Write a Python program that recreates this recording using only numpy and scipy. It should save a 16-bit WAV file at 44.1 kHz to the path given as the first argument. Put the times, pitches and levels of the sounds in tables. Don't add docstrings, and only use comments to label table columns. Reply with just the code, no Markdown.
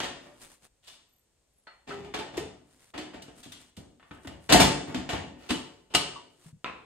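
import sys
import numpy as np
from scipy import signal
from scipy.fft import rfft, irfft, next_fast_len
from scipy.io import wavfile
from scipy.ndimage import map_coordinates

SR = 44100
rng = np.random.default_rng(int(sys.argv[2]) if len(sys.argv) > 2 else 0)


def waveform_to_disk(signal):
    frames = np.transpose(np.atleast_2d(signal))
    scaled = np.clip(frames, -1, 1) * 32767
    samples = np.round(scaled).astype(np.int16)
    wavfile.write(sys.argv[1], SR, samples)


N = 302085

# start in seconds, level in dB, hardness in dB per octave, rattle t60 in seconds.
KNOCKS = [(.003, -12.5, 1.5, 0.0067), (.03, -25.5, 2.5, 0.12), (1.868, -34, -0.5, 0.74),
          (2.045, -35, -1, 0.069), (2.138, -25, 1.07, 0.13), (2.187, -24.5, 0.6, 0.046),
          (2.333, -36, -1.5, 0.31), (2.372, -28, -0.5, 0.12), (2.936, -34, -1.5, 0.22),
          (2.976, -27, 1.8, 0.073), (3.136, -33, -1.5, 0.12), (3.28, -38, -1.5, 0.047),
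          (3.46, -44, -7.5, 0.044), (3.77, -43.5, -6, 0.21), (4.11, -36, -4.5, 0.04),
          (4.272, -30, -0.5, 0.044), (4.49, -13.5, 1, 0.29), (4.522, -5.5, -1, 0.076),
          (4.543, -11.5, -1.5, 0.084), (4.561, -15.5, -3.5, 0.019), (4.598, -7, 1.34, 0.04),
          (4.616, -15, 2.5, 0.023), (4.945, -19, 1.5, 0.027), (5.09, -20.5, 1.13, 0.1),
          (5.132, -17, -0.5, 0.03)]
SLIDES = [(.223, -38.5, 0.5, 0.28), (4.873, -23, -1.5, 0.12), (5.373, -37, 2.5, 1)]
LID_SNAPS = [(5.489, -25, -1, 0.31), (5.505, -16, -1.8, 0.046), (5.9, -44.5, -4, 0.43),
             (5.938, -20.5, -1, 0.13), (5.948, -9.5, 0.5, 0.042)]
TOOL_KNOCKS = [(6.645, -27.5, 1.8, 0.032), (6.66, -30.5, -0.5, 0.08), (6.698, -37, -2.5, 0.026)]
# start in seconds, level in dB, rattle t60 in seconds.
CLICKS = [(2.37, -31.5, 0.12), (3.22, -41, 0.1), (3.766, -43.5, 0.14), (4.272, -41, 0.033),
          (4.522, -7.5, 0.14), (4.6, -12.5, 0.23), (5.108, -47, 0.016)]
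SCRAPES = [(.825, -47, 0.54), (.869, -33.5, 0.15), (.92, -43.5, 0.15), (3.429, -32, 0.095),
           (3.519, -27.5, 0.054)]
# start in seconds, level in dB.
TAPS = [(.008, -17.5), (1.671, -31.5), (1.905, -25), (2.14, -18), (2.941, -26.5), (3.136, -34),
        (3.998, -39.5), (4.028, -37.5), (4.11, -28.5), (4.249, -32.5), (4.5225, -4), (4.528, -10),
        (4.543, -8), (4.618, -5)]
SHOVES = [(1.977, -21), (2.405, -22), (4.272, -19.5), (4.542, -9), (4.615, -5.5), (4.969, -15.5),
          (5.132, -11.5)]
# start in seconds, level in dB, hardness in dB per octave.
BANGS = [(4.544, -19.5, 0.5), (4.605, -22.5, -3.5)]
PINGS = [(1.669, -54.5, 7.5), (1.906, -36, -1.5)]
CATCHES = [(5.491, -56, -1), (5.949, -37.5, -0.5), (6.159, -31, -13)]
# start in seconds, frequency in Hz, level in dB, t60 in seconds.
THUDS = [(2.205, 871, -37, 0.34), (2.376, 366, -19, 0.076), (2.403, 429, -32, 0.33),
         (2.979, 307, -34.5, 0.48), (3.775, 181.5, -38, 0.11), (4.25, 283.4, -36, 0.15),
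         (4.524, 292, -13.5, 0.28), (4.946, 253.7, -23.5, 0.33), (5.504, 250.8, -23, 0.3),
         (5.504, 304.5, -26.5, 0.33), (6.459, 163, -41, 0.16), (6.528, 150, -40, 0.146)]
# start in seconds, length in seconds, pitch in Hz, level in dB.
GROANS = [(0.236, 0.14, 587, -57), (1.88, 0.25, 403.3, -41.5), (2.143, 0.096, 423, -40.5)]
# start in seconds, length in seconds, level in dB.
RUSTLES = [(0.199, 0.53, -66), (2.642, 0.28, -64.5), (3.299, 0.41, -63), (4.063, 0.52, -66.5),
           (6.267, 0.26, -71)]
# start in seconds, length in seconds, first and last pitch in Hz, level in dB.
SQUEAKS = [(1.07, 0.18, 11800, 12600, -70), (1.518, 0.17, 11600, 9500, -73)]

# centre in Hz, bandwidth in Hz, lift in dB.
COVER_MODES = [(145, 9, 9), (189, 11, 6), (253, 13, 8), (291, 12, 8), (361, 11, 7), (430, 16, 4),
               (564, 14, 8), (661, 13, 9), (727, 15, 9), (883, 9, 12)]
FACE_MODES = [(1833, 14, 7), (2894, 20, 5), (3580, 16, 6), (5955, 24, 7), (7588, 12, 8)]
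LID_MODES = [(400, 110, 6), (1060, 200, 5), (2930, 330, 8), (3908, 60, 5)]
TOOL_MODES = [(523, 65, 6), (1008, 24, 20), (1085, 45, 16), (1350, 110, 13), (2370, 560, 12),
              (3800, 500, 7)]
# frequency in Hz, relative level in dB, t60 in seconds.
BANG_MODES = [(189.8, -1, .38), (365, 0, .26), (724, 4.5, 0.22), (883, 0, 0.47), (1206, -12, .45),
              (3100, -11, .45)]
PING_MODES = [(1308, 0, 0.25), (1523, -1, .17), (1976, -10, 0.45), (4255, -20, 0.45), (4370, -18, 0.25)]
CATCH_MODES = [(968, -9, 0.3), (1123, 1, 0.13), (2795, -9.5, .4), (2972, -6.5, .4), (3082, -10, .4),
               (4595, -5, .08)]

# frequency in Hz, relative level in dB.
KNOCK_COLOUR = [(25, -46), (55, 2), (140, -1.5), (290, 4.5), (700, 1.5), (1300, -4), (2800, -3),
                (8500, -21), (12500, -33.5), (15500, -45)]
CLICK_COLOUR = [(25, -42.5), (55, -7), (290, -10.5), (880, -10.5), (2800, 0.5), (6000, -4), (8500, -7),
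                (12500, -15.5), (15500, -25)]
TAP_COLOUR = [(25, -40.5), (290, -15), (1200, -2.5), (3200, -11.5), (15500, -57)]
SHOVE_COLOUR = [(25, -34.5), (55, 0), (90, 1), (290, -7.5), (880, -25.5), (15500, -76.5)]
SLIDE_COLOUR = [(25, -39.5), (55, -1.5), (290, 4.5), (2800, -8.5), (8500, -21), (15500, -34.5)]
SCRAPE_COLOUR = [(200, -17.5), (700, -12), (2200, -9), (3300, -2.5), (5500, -10.5), (8500, -12.5),
                 (15000, -27)]
LID_COLOUR = [(25, -29.5), (55, -1), (240, -3), (1700, -1), (2800, 0), (4800, 0), (6300, -6.5),
              (8500, -7.5), (12500, -21.5), (15500, -37.5)]
FLOOR_COLOUR = [(25, -45), (55, -0.5), (290, 4.5), (2800, -7), (8500, -28.5), (15500, -57)]
RUSTLE_COLOUR = [(500, 0.5), (5500, -6.5), (7500, -6), (9500, -3), (11500, -12.5), (15000, -23)]
ROOM_TONE_COLOUR = [(25, -19), (55, -3.5), (210, -20.5), (550, -16.5), (1140, -31.5), (6600, -69)]
HISS_COLOUR = [(200, -3), (1000, -10), (5500, -10.5), (8500, -8), (15000, -29.5)]

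# frequency in Hz, t60 in seconds.
ROOM_T60 = [(90, 0.65), (290, 0.82), (880, 0.55), (2800, 0.51), (8500, 0.5), (15000, 0.027)]
# frequency in Hz, left-right correlation.
COHERENCE = [(100, .92), (280, .76), (620, .02), (900, .45), (3000, .25), (6500, .3), (7600, .92),
             (15000, .92)]
# frequency in Hz, lag in radians.
STEREO_LAG = [(100, .05), (900, .15), (2900, .6), (4500, 1.7), (5500, 3.4), (7300, 6.2), (9400, 6.4),
              (12100, 12.4)]
# frequency in Hz, left minus right in dB.
STEREO_BALANCE = [(300, 1.65), (1500, 0.6), (4000, 2), (6300, 2.5), (7600, 0)]

PIVOT_HZ, BASS_HZ, TREBLE_HZ = 785, 150, 4500


def cover(tap_t60=0.05, shove_t60=0.05):
    knocks = contacts(KNOCKS, KNOCK_COLOUR,
                      chatter_db=3.5, wet=2.27, softness=0.018, crack=0.94, crack_t60=0.012)
    clicks = contacts([(s, db, 0, t60) for s, db, t60 in CLICKS], CLICK_COLOUR,
                      chatter_db=0.5, wet=1, softness=0.013, crack=1, crack_t60=0.075)
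    taps = contacts([(s, db, 0, tap_t60) for s, db in TAPS], TAP_COLOUR,
                    chatter_db=3, wet=1.5, softness=0.03, crack=1, crack_t60=0.02, impact=7)
    shoves = contacts([(s, db, 0, shove_t60) for s, db in SHOVES], SHOVE_COLOUR,
                      chatter_db=4.5, wet=3.3, softness=0.015, crack=0.93, crack_t60=0.029)
    slides = contacts(SLIDES, SLIDE_COLOUR, chatter_db=3, wet=1.22, softness=0.13)
    scrapes = contacts([(s, db, 0, t60) for s, db, t60 in SCRAPES], SCRAPE_COLOUR,
                       chatter_db=3, wet=1.3, softness=0.04)
    face = panel(knocks + clicks + taps + shoves + slides + scrapes, FACE_MODES, ripple_db=3.5)
    return panel(face + lid(), COVER_MODES, ripple_db=1.5)


def lid():
    snaps = contacts(LID_SNAPS, LID_COLOUR,
                     chatter_db=0, wet=0.7, softness=0.022, crack=0.66, crack_t60=0.06)
    return panel(snaps, LID_MODES, ripple_db=4)


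def contacts(rows, colour, chatter_db, wet, softness, crack=0, crack_t60=0.01, impact=0, spot_db=2.6):
    out = np.zeros((2, N))
    t = np.arange(SR * 3 // 4) / SR
    for s, db, hardness, rattle_t60 in rows:
        decay = fade(t, rattle_t60)
        chatter = diffuse(len(t), unit(amp(chatter_db * wobble(len(t), 700))) * decay)
        strike = crack * fade(t, crack_t60) * rng.standard_normal(len(t))
        reverb = np.sqrt(wet * rattle_t60 * (1 - decay ** 2)) * room_tail(len(t))
        rise = 1 - np.exp(-t / (softness * rattle_t60))
        blow = rise * (chatter + strike + reverb) + impact * (t == 0)

        def response(hz):
            tilt = hardness * np.log2(np.clip(hz, BASS_HZ, TREBLE_HZ) / PIVOT_HZ)
            spot = map_coordinates(rng.standard_normal(SR // 160), [hz / 90]) * hz / (hz + 800)
            return minimum_phase(along(colour, hz) + tilt + spot_db * spot)
        add(out, s, amp(db) * filtered(blow, response))
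    return out


def panel(x, modes, ripple_db, level_db=0):
    def response(hz):
        power = 1 + sum((amp(db) ** 2 - 1) / (1 + (2 * (hz - centre) / width) ** 2)
                        for centre, width, db in modes)
        lesser = np.tanh(map_coordinates(rng.standard_normal(SR // 32), [hz / 22], mode="nearest"))
        ripple = ripple_db * lesser * hz / (hz + 700)
        return minimum_phase(10 * np.log10(np.abs(power)) + ripple + level_db)
    return filtered(x, response)


def ringing_parts():
    parts = [(PINGS, PING_MODES), (BANGS, BANG_MODES), (CATCHES, CATCH_MODES)]
    struck = [(s, hz, db + mode_db + hardness * np.log2(hz / PIVOT_HZ), t60)
              for blows, modes in parts
              for s, db, hardness in blows
              for hz, mode_db, t60 in modes]
    return damped_modes(struck, attack_s=0.00091, blur=1)


def thuds():
    return damped_modes(THUDS, attack_s=0.0026, blur=0.94)


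def damped_modes(rows, attack_s, blur):
    out = np.zeros((2, N))
    t = np.arange(SR // 2) / SR
    for s, hz, db, t60 in rows:
        coherence = np.clip(along(COHERENCE, hz), 0, 1)
        common = np.sqrt(coherence) * wobble(len(t), 146)
        separate = np.sqrt(1 - coherence) * np.array([wobble(len(t), 194), wobble(len(t), 160)])
        offset = (1 - coherence) * rng.standard_normal((2, 1))
        envelope = amp(db) * fade(t, t60) * (1 - np.exp(-t / attack_s))
        add(out, s, envelope * np.sin(2 * np.pi * hz * t + offset + blur * (common + separate)))
    return out


def floorboards():
    knocks = contacts(TOOL_KNOCKS, FLOOR_COLOUR, chatter_db=3, wet=3.2, softness=0.007, impact=15)
    return panel(knocks, TOOL_MODES, ripple_db=3, level_db=-2.5)


def groans(second_db=-13, third_db=-19, jitter=0.018):
    out = np.zeros(N)
    for s, length, hz, db in GROANS:
        t = np.arange(round(length * SR)) / SR
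        phase = 2 * np.pi * np.cumsum(hz * (1 + jitter * wobble(len(t), 110))) / SR
        tone = np.sin(phase) + amp(second_db) * np.sin(2 * phase) + amp(third_db) * np.sin(3 * phase)
        add(out, s, amp(db + 1.8 * wobble(len(t), 60)) * swell(t, length, power=0.3) * tone)
    return out


def rustles(grain_db=3, uneven_db=5.5):
    out = np.zeros((2, N))
    for s, length, db in RUSTLES:
        t = np.arange(round(length * SR)) / SR
        grain = amp(grain_db * wobble(len(t), 550))
        fibres = coloured_noise(len(t), RUSTLE_COLOUR, grain)
        add(out, s, amp(db + uneven_db * wobble(len(t), 22)) * swell(t, length) * fibres)
    return out


def squeaks(waver_hz=200):
    out = np.zeros(N)
    for s, length, first_hz, last_hz, db in SQUEAKS:
        t = np.arange(round(length * SR)) / SR
        hz = np.linspace(first_hz, last_hz, len(t)) + waver_hz * wobble(len(t), 900)
        tone = np.sin(2 * np.pi * np.cumsum(hz) / SR)
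        add(out, s, amp(db) * swell(t, length) * wobble(len(t), 150) * tone)
    return out


def room_tail(length):
    hz, t, spectrum = signal.stft(diffuse(length), SR, nperseg=256)
    t60 = along(ROOM_T60, hz)[:, None]
    _, tail = signal.istft(spectrum * fade(t, t60) / np.sqrt(t60), SR, nperseg=256)
    return tail[:, :length]


def background(tone_db=-76, hiss_db=-76):
    room_tone = amp(tone_db) * coloured_noise(N, ROOM_TONE_COLOUR)
    return room_tone + amp(hiss_db) * coloured_noise(N, HISS_COLOUR)


def coloured_noise(length, colour, envelope=1):
    return unit(filtered(diffuse(length, envelope), lambda hz: amp(along(colour, hz))))


def diffuse(length, envelope=1):
    def weights(hz):
        angle = np.arccos(np.clip(along(COHERENCE, hz), -1, 1)) / 2
        return np.array([np.cos(angle), np.sin(angle)])
    mid, side = filtered(envelope * rng.standard_normal((2, length)), weights)
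    return np.array([mid + side, mid - side])


def minimum_phase(db):
    cepstrum = irfft(np.log(amp(db) + 1e-6))
    half = len(cepstrum) // 2
    cepstrum[1:half] *= 2
    cepstrum[half + 1:] = 0
    return np.exp(rfft(cepstrum))


def filtered(x, response):
    size = 2 * next_fast_len(x.shape[-1] // 2 + 4096)
    hz = np.fft.rfftfreq(size, 1 / SR)
    return irfft(rfft(x, size) * response(hz), size)[..., :x.shape[-1]]


def amp(db):
    return 10 ** (np.asarray(db) / 20)


def unit(x):
    return x / np.sqrt(np.mean(x ** 2) + 1e-20)


def along(points, hz):
    frequencies, values = np.transpose(points)
    return np.interp(np.log(hz + 1), np.log(frequencies + 1), values)


def fade(t, t60):
    return 1000.0 ** (-t / t60)


def swell(t, length, power=0.5):
    return np.abs(np.sin(np.pi * t / length)) ** power


def wobble(length, rate):
    knots = rng.standard_normal(int(length * rate / SR) + 4)
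    return map_coordinates(knots, [np.arange(length) * rate / SR])


def add(track, s, sound):
    start = max(round(s * SR), 0)
    part = track[..., start:start + sound.shape[-1]]
    part += sound[..., :part.shape[-1]]


def scene():
    blows = thuds() + cover() + floorboards()
    return blows + groans() + ringing_parts() + rustles() + squeaks() + background()


def record(dry, ceiling=0.72, top_hz=15700):
    def stereo(hz):
        share = np.array([[0.5], [-0.5]])
        return amp(along(STEREO_BALANCE, hz)) ** share * np.exp(-1j * along(STEREO_LAG, hz) * share)
    heard = filtered(dry, stereo)
    rounded = heard / (1 + np.abs(heard / ceiling) ** 6) ** (1 / 6)
    return filtered(rounded, lambda hz: 1 / np.sqrt(1 + (hz / top_hz) ** 160))


dry = scene()
out = record(dry)
waveform_to_disk(out)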